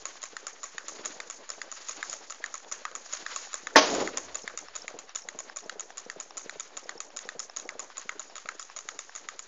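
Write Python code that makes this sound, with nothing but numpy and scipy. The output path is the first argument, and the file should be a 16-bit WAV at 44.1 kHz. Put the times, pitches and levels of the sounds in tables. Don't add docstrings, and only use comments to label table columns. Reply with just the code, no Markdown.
import sys
import numpy as np
from scipy import signal
from scipy.fft import rfft, irfft
from scipy.io import wavfile
from scipy.ndimage import uniform_filter1d

SR = 44100
rng = np.random.default_rng(int(sys.argv[2]) if len(sys.argv) > 2 else 0)


def file_out(sig):
    cols = np.atleast_2d(sig).T
    lim = np.clip(cols, -1, 1)
    pcm = np.round(lim * 32767).astype(np.int16)
    wavfile.write(sys.argv[1], SR, pcm)


def boost_factor(decibels):
    exponent = np.asarray(decibels, float) / 20
    return 10 ** exponent


N = 417627
TURN_S = 0.405

# start [s], level [dB], body pitch [Hz].
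CRANK_KNOCKS = [(0.3666, -26, 1840), (0.7809, -26.5, 1880), (1.2016, -26.5, 1920), (1.616, -24.5, 1880),
                (2.0274, -24, 1900), (2.4404, -21.5, 1880), (2.8521, -21.5, 1920), (3.2635, -22.5, 1940),
                (3.6699, -23.5, 1870), (4.0744, -22.5, 1900), (4.4768, -23, 1980), (4.8797, -26.5, 2180),
                (5.287, -28, 1980), (5.695, -26.5, 1800), (6.099, -26.5, 1880), (6.495, -26.5, 1830),
                (6.8926, -26, 1846), (7.2891, -26, 1800), (7.6905, -25.5, 2170), (8.0921, -23, 1980),
                (8.4883, -23.5, 1947), (8.8877, -25, 1990), (9.2869, -25, 2070)]
# frequency [Hz], t60 [s], level [dB].
TICK_MODES = [(760, .016, -5), (1140, .011, -2), (1690, 0.0059, 3.5), (2700, 0.0082, -8.5),
              (3600, .006, -8), (5480, .006, 3)]


def noise(lo_hz, hi_hz, order=2):
    sos = signal.butter(order, [lo_hz, hi_hz], "band", fs=SR, output="sos")
    x = signal.sosfilt(sos, rng.standard_normal(N))
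    return x / x.std()


def walk(rate_hz):
    k = int(SR / rate_hz)
    held = np.repeat(rng.standard_normal(N // k + 1), k)
    return 1.92 * uniform_filter1d(uniform_filter1d(held, k), k)[:N]


def strike(start_s, peak_db, mode_hz, t60_s, mode_db, push_s, detune=0.021, scatter_db=4):
    t = np.arange(4096) / SR
    modes = len(t60_s)
    mode_hz = np.broadcast_to(mode_hz, (len(start_s), modes))
    chance = rng.standard_normal((len(start_s), 3, modes))
    rise = 1 - np.exp(-(t / push_s) ** 2)
    out = np.zeros(N + len(t))
    for s, db, hz, (pitch, level, phase) in zip(start_s, peak_db, mode_hz, chance):
        exponent = 2j * np.pi * hz * (1 + detune * pitch) - np.log(1000) / t60_s
        waves = np.exp(np.outer(t, exponent) + 2j * phase)
        ring = (waves @ boost_factor(mode_db + scatter_db * level)) * rise
        i = int(s * SR)
        out[i:i + len(t)] += boost_factor(db) * ring.imag / np.abs(ring).max()
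    return out[:N]


def with_tail(x, tail_db, t60_s, lo_hz, hi_hz, gap_s=0.0069):
    t = np.arange(int(0.4 * SR)) / SR
    power = (boost_factor(-60 * t / t60_s) * (1 - np.exp(-(t / gap_s) ** 2))) ** 2
    envelope = np.sqrt(np.abs(signal.fftconvolve(x ** 2, power / power.sum())[:N]))
    grain = boost_factor(2.5 * walk(220))
    return x + boost_factor(tail_db) * envelope * noise(lo_hz, hi_hz) * grain


def phone(s):
    # time [s], height [-1 by the lamp to 1 above the can], nearness [dB].
    path = [
        (0.0, 0.12, 0.5),
        (0.9, .05, 0),
        (1.4, 1, 4.3),
        (2.798, 1, 2.3),
        (3.6, 0.24, 2.3),
        (4.4, -1.04, 2.7),
        (7.7, -1.22, 2.8),
        (8.4, -0.063, 0),
        (9.47, -0.14, -1),
    ]
    t, height, near_db = np.transpose(path)
    h = np.interp(s, t, height)
    return np.clip(h, 0, 1), np.clip(-h, 0, 1), np.interp(s, t, near_db)


def linkage():
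    # frequency [Hz], t60 [s], level [dB].
    body_modes = [(606, 0.02, -6), (1111, 0.058, -9), (1281, 0.021, 0), (1520, 0.012, -2),
                  (1880, 0.0093, 1.5), (2236, 0.0074, 3.5)]
    wire_modes = [(2690, 0.019, -3), (3337, 0.023, -4.5), (3800, 0.013, 3), (4380, 0.0095, 2.5),
                  (4820, 0.023, -7)]
    tin_modes = [(5273, 0.011, -11), (5907, 0.018, -13), (6485, 0.016, -13.5), (6778, 0.0088, 4.5),
                 (6906, 0.015, 12.5), (7174, 0.019, 7)]
    s, body_db, wire_db, tin_db = contacts()
    body = strike(s, body_db + 1.0, *np.transpose(body_modes), push_s=0.001)

    knock_s, knock_db, pitch_hz = np.transpose(CRANK_KNOCKS)
    same = np.ones(len(knock_s))
    hollow_hz = np.stack([1250 * same, 0.84 * pitch_hz, 0.96 * pitch_hz, 1.06 * pitch_hz, 640 * same], axis=1)
    hollow_t60_s = np.array([0.025, 0.009, 0.011, 0.015, 0.02])
    hollow_db = np.array([-6, 2.5, 6.0, -2.0, -23])
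    crank = strike(knock_s, knock_db + 2.0, hollow_hz, hollow_t60_s, hollow_db,
                   push_s=0.00069, detune=0.015, scatter_db=4.5)
    crank += strike(knock_s, knock_db - 14.5, *np.transpose(TICK_MODES), push_s=0.00058, scatter_db=5.0)

    s = np.r_[s, knock_s]
    wire_db, tin_db = np.r_[wire_db, -32 * same], np.r_[tin_db, -27 * same]
    wire = strike(s, wire_db + 2.5, *np.transpose(wire_modes), push_s=0.00058, detune=0.05, scatter_db=2.5)
    tin = strike(s, tin_db + 11.0, *np.transpose(tin_modes), push_s=0.00072, detune=0.0088)

    out = with_tail(crank, -12, 0.28, 1050, 1800)
    out += with_tail(body, -9.5, 0.32, 850, 2300)
    out += with_tail(wire, -11.0, 0.24, 2500, 7800)
    return out + with_tail(tin, -10.0, 0.33, 6690, 8000)


def contacts():
    # start [s], level [dB], rebound delay [s], rebound [dB].
    drops = [(0.0542, -19.5, .012, -31), (0.4674, -22.5, 0.013, -31), (0.882, -23.5, .011, -28.5),
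             (1.2994, -23, 0.0086, -25.5), (1.7153, -27.5, 0.0081, -26), (2.1283, -23, 0.0082, -26),
             (2.541, -22.5, 0.012, -28), (2.9517, -21.5, 0.0073, -27), (3.361, -19, 0.014, -34),
             (4.1722, -17, 0.0088, -20), (4.5743, -22, 0.014, -27), (4.9882, -28.5, 0.0076, -37),
             (5.3884, -24.5, .0145, -25), (5.7956, -23.5, 0.01, -22.5), (6.2001, -24.5, .0085, -28.5),
             (6.5972, -24, .0085, -26), (7.0033, -22, 0.011, -40), (7.393, -24.5, 0.0071, -23.5),
             (7.7936, -20, 0.007, -27), (8.1947, -24.5, 0.0061, -29), (8.5954, -24.5, 0.024, -35),
             (8.99, -22.5, .01, -42), (9.392, -24.5, 0.0074, -36)]
    # start [s], slap delay [s], slap [dB], bounce [dB].
    lifts = [(0.2288, 0.0084, -23, -30), (0.6313, 0.0068, -26.5, -27), (1.0502, 0.0061, -21, -22),
             (1.4912, .0104, -21, -41), (1.885, 0.0069, -23.5, -25), (2.298, 0.0065, -25, -35),
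             (2.7144, 0.0059, -25, -21), (3.126, 0.0062, -23, -20), (3.5301, 0.011, -18, -41),
             (3.9404, 0.0079, -19, -32), (4.3455, 0.0067, -23, -19.5), (4.753, 0.0057, -25, -23.5),
             (5.149, .0056, -23, -18), (5.561, .007, -23.5, -26.5), (5.972, 0.0073, -25.5, -27),
             (6.3696, .005, -24, -23.5), (6.7683, 0.0044, -22.5, -36), (7.164, 0.0059, -21.5, -34),
             (7.5632, 0.006, -22, -30.5), (7.9699, 0.0098, -27.5, -27), (8.3548, 0.0089, -28, -33),
             (8.763, 0.0045, -28, -31), (9.1512, 0.0063, -33, -26)]
    colour = {"drop": (-9, -14.5), "rebound": (-8.5, -19), "touch": (-7, -9.5), "slap": (-8.5, -19),
              "bounce": (-11, -14.5), "settle": (-4.5, -6.5)}
    # start [s], can body [dB], tin ring [dB].
    strays = [(0.0885, -44, -41), (0.218, -49, -32), (2.0967, -56, -24.5), (2.1646, -49, -40),
              (2.46, -41, -29), (2.578, -57, -33), (2.9134, -40.5, -43), (4.4975, -36, -53),
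              (7.428, -51, -37), (7.5978, -40, -27.5), (7.828, -50, -39), (8.2167, -42, -42),
              (8.4568, -32, -45), (8.626, -44, -30)]
    drop_s, drop_db, rebound_s, rebound_db = np.transpose(drops)
    lift_s, slap_s, slap_db, bounce_db = np.transpose(lifts)
    # kind, start s, level dB, loose (1 = chance in level and time)
    kinds = [("drop", drop_s, drop_db, 0),
             ("rebound", drop_s + rebound_s, rebound_db, 0),
             ("touch", drop_s + 0.0064, -37, 1),
             ("touch", lift_s, -28.5, 0),
             ("slap", lift_s + slap_s, slap_db, 0),
             ("bounce", lift_s + 0.009, bounce_db, 0),
             ("settle", lift_s + 0.025, -36.5, 1),
             ("touch", lift_s + 0.0145, -41.5, 1),
             ("touch", lift_s + 0.045, -41.5, 1)]
    loose_db, loose_s = 4, 0.0008
    rows = []
    for kind, s, db, loose in kinds:
        level, timing, body, wire = rng.standard_normal((len(s), 4)).T
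        body_colour_db, wire_colour_db = colour[kind]
        tin_db = db + loose * loose_db * level
        hidden_db = -3.5 * phone(s)[1]
        body_db = tin_db + body_colour_db + hidden_db + 0.76 * body
        wire_db = tin_db + wire_colour_db + 2.2 * wire
        rows.append([s + loose * loose_s * timing, body_db, wire_db, tin_db])
    s, body_db, tin_db = np.transpose(strays)
    return np.hstack(rows + [[s, body_db, (body_db + tin_db) / 2 - 3.0, tin_db]])


def thuds():
    # delay after knock [s], level [dB], gain low down [dB],
    # pitch [Hz].
    turn_thuds = [
        (-.036, -49, 7, 510),
        (-.04, -56.5, 1, 226),
        (0.03, -52.5, 6.5, 578),
        (.061, -48.5, 6.5, 470),
        (.069, -51.5, 7, 430),
        (.16, -56.5, 5.5, 450),
    ]
    # start [s], level [dB], pitch [Hz].
    jolts = [
        (0.92, -42, 570),
        (0.993, -38, 424),
        (1.099, -49.5, 294),
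        (3.92, -29, 469),
        (3.981, -23, 450),
        (4.024, -24, 510),
        (4.053, -30.5, 363),
        (4.11, -39, 330),
        (2.4, -43, 463),
    ]
    knock_s = np.array(CRANK_KNOCKS)[:, 0]
    knock_s = np.r_[knock_s[0] - TURN_S, knock_s][:, None]
    delay_s, db, low_db, hz = np.transpose(turn_thuds)
    above, below, near_db = phone(knock_s)
    level, pitch = rng.standard_normal((2, knock_s.size, hz.size))
    beside = 1 - above - below
    pitch_factor = 1 + 0.23 * above - 0.15 * beside + 0.042 * pitch
    rows = np.array([knock_s + delay_s, db + low_db * below + near_db + 1.6 * level, hz * pitch_factor])
    rows = np.hstack([rows.reshape(3, -1), np.transpose(jolts)])
    s, db, hz = rows[:, (rows[0] > 0) & (rows[0] < N / SR)]
    mode_hz = np.outer(hz, [0.36, 0.7, 1, 1.4])
    t60_s, mode_db = np.array([0.06, 0.035, 0.031, 0.023]), np.array([-17, -7, 8.5, 4.5])
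    x = strike(s, db + 2.5, mode_hz, t60_s, mode_db, push_s=0.00096, scatter_db=2.8)
    return with_tail(x, -12, 0.23, 360, 760)


def ticks():
    # start [s], level [dB].
    tick_events = [(0.155, -34.5), (0.563, -43), (1.389, -48), (1.819, -52), (2.226, -37.5), (2.646, -35.5),
                   (3.061, -34), (3.472, -34), (4.284, -37), (4.684, -29.5), (5.093, -32), (5.497, -29),
                   (5.904, -30), (6.307, -29.5), (6.705, -44), (7.103, -37), (7.497, -27.5), (7.901, -33),
                   (8.298, -36.5), (8.699, -30.5), (9.094, -32)]
    squeak_events = [(4.4333, -41), (4.8184, -37), (5.2187, -40), (5.238, -45), (5.6401, -44.5),
                     (5.8294, -48), (6.0506, -45.5), (6.2244, -46), (6.4494, -45), (6.6294, -54),
                     (6.8404, -45), (6.9775, -40), (7.2489, -45), (7.427, -46), (7.6505, -44)]
    # frequency [Hz], t60 [s], level [dB].
    squeak_modes = [(5180, 0.019, -5), (5470, .018, 2), (5930, .014, -3)]
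    tick = strike(*np.transpose(tick_events), *np.transpose(TICK_MODES), push_s=0.00097, scatter_db=5.5)
    squeak = strike(*np.transpose(squeak_events), *np.transpose(squeak_modes), push_s=0.0013, detune=0.029)
    return with_tail(tick, -20, 0.15, 650, 3500) + boost_factor(3.0) * squeak


def rubbing():
    # start [s], hold [s], hand rumble [dB], dull [dB], bright [dB].
    handling = [
        (0.0, 0.12, -92, -67.5, -55),
        (0.938, 0.18, -88, -57.5, -52),
        (1.78, 0.051, -95, -91, -47),
        (2.095, 0.037, -101, -67, -46.5),
        (3.123, 0.036, -101, -77, -44),
        (3.32, 0.11, -97, -75.5, -41.5),
        (3.874, .14, -60, -35.5, -36.5),
        (4.21, 0.15, -71.5, -64, -59),
        (4.505, 0.29, -78, -75, -64),
    ]
    t = np.arange(N) / SR
    above, below, near_db = phone(t)
    rise_db_s, fall_db_s = 150, 110
    swell_db = []
    for s, hold_s, *_ in handling:
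        slope_db = np.minimum(rise_db_s * (t - s), fall_db_s * (s + hold_s - t))
        swell_db.append(np.minimum(0, slope_db))
    levels = boost_factor(np.array(handling)[:, 2:])
    rumble, dull, bright = levels.T @ boost_factor(np.array(swell_db))

    low = boost_factor(-62 + 1.5 * below + near_db)
    mid = boost_factor(-59.5 - 0.5 * below) + boost_factor(-10) * dull + boost_factor(-11) * bright
    tin = boost_factor(-53.5 - 7 * below) + bright

    knock_s = np.array(CRANK_KNOCKS)[:, 0]
    turn_s = np.r_[knock_s[0] - TURN_S, knock_s, knock_s[-1] + TURN_S]
    turn = np.interp(t, turn_s, np.arange(len(turn_s)))
    slip_db = walk(14)
    slide_db = -0.5 * np.cos(2 * np.pi * (turn - 0.18))

    hand_noise = noise(38, 85) + 0.35 * noise(140, 170)
    out = (boost_factor(-91.5) + rumble) * boost_factor(2.6 * walk(9)) * hand_noise
    low_noise = 0.49 * (noise(251, 620) + 1.57 * noise(424, 918))
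    out += (low + 0.77 * dull) * boost_factor(2.73 * walk(45)) * low_noise
    out += dull * boost_factor(2.3 * walk(40)) * noise(240, 520)
    mid_noise = 0.86 * (noise(890, 2170) + 0.74 * noise(2400, 5000))
    out += mid * boost_factor(0.35 * slide_db + 0.55 * slip_db + 2.43 * walk(60)) * mid_noise
    tin_noise = 1.72 * (0.36 * noise(4460, 10400) + noise(6710, 7280))
    out += tin * boost_factor(slide_db + 0.49 * slip_db + 2.0 * walk(90)) * tin_noise
    return out + boost_factor(-88) * noise(20, 36)


def bump():
    # start [s], level [dB].
    blows = [
        (3.7527, -22),
        (3.758, 4.5),
        (3.7605, -1),
        (3.769, -9),
        (3.777, -25),
    ]
    # frequency [Hz], level [dB].
    wash_colour = [(24, -56.5), (50, -31.5), (150, -32), (297, -8.5), (809, -6.5), (3000, -13.5),
                   (7100, -10.5), (9490, -55)]
    # frequency [Hz], level [dB], t60 [s].
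    bump_modes = [(289, -9, 0.25), (469, -2, 0.17), (619, -5.5, 0.19), (910, -2.5, 0.17), (1088, -9, 0.25),
                  (1785, 9.5, 0.036)]
    t = np.arange(SR // 2) / SR
    f = np.fft.rfftfreq(len(t), 1 / SR)
    hz, db = np.transpose(wash_colour)
    colour_db = np.interp(np.log(f + 1), np.log(hz), db)
    wash = irfft(rfft(rng.standard_normal(len(t))) * boost_factor(colour_db))
    wash /= wash.std()
    decay = boost_factor(-60 * t / 0.33) + 1.26 * boost_factor(-60 * t / 0.04)
    wash *= decay * (1 - np.exp(-t / 0.0025))
    s, blow_db = np.transpose(blows)
    hz, db, t60_s = np.transpose(bump_modes)
    out = strike(s, blow_db - 6, hz, t60_s, db, push_s=0.00047, detune=0.0096, scatter_db=4.0)
    start = int(s[1] * SR)
    out[start:start + len(t)] += boost_factor(-13.0) * wash * boost_factor(1.4 * walk(120)[:len(t)])
    return out


def scene():
    engine_high_pass = signal.butter(4, 146, "high", fs=SR, output="sos")
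    engine = signal.sosfilt(engine_high_pass, linkage() + ticks() + thuds())
    return (engine + rubbing() + bump())[None]


def low_pass(x):
    return signal.sosfilt(signal.butter(12, 16490, fs=SR, output="sos"), x)


def record(dry):
    mic_top_hz, sampling_hz = 7250, 16000
    x = signal.sosfilt(signal.cheby2(8, 50, 8000, fs=SR, output="sos"), dry)
    mirror = x * np.cos(2 * np.pi * sampling_hz * np.arange(N) / SR)
    mirror_band_hz = [sampling_hz - mic_top_hz - 400, 8880]
    mirror = signal.sosfilt(signal.butter(4, mirror_band_hz, "band", fs=SR, output="sos"), mirror)
    x = np.clip(x + boost_factor(-22) * mirror, -0.71, 0.71) - 0.0013
    return low_pass(x)


dry = scene()
out = record(dry)
file_out(out)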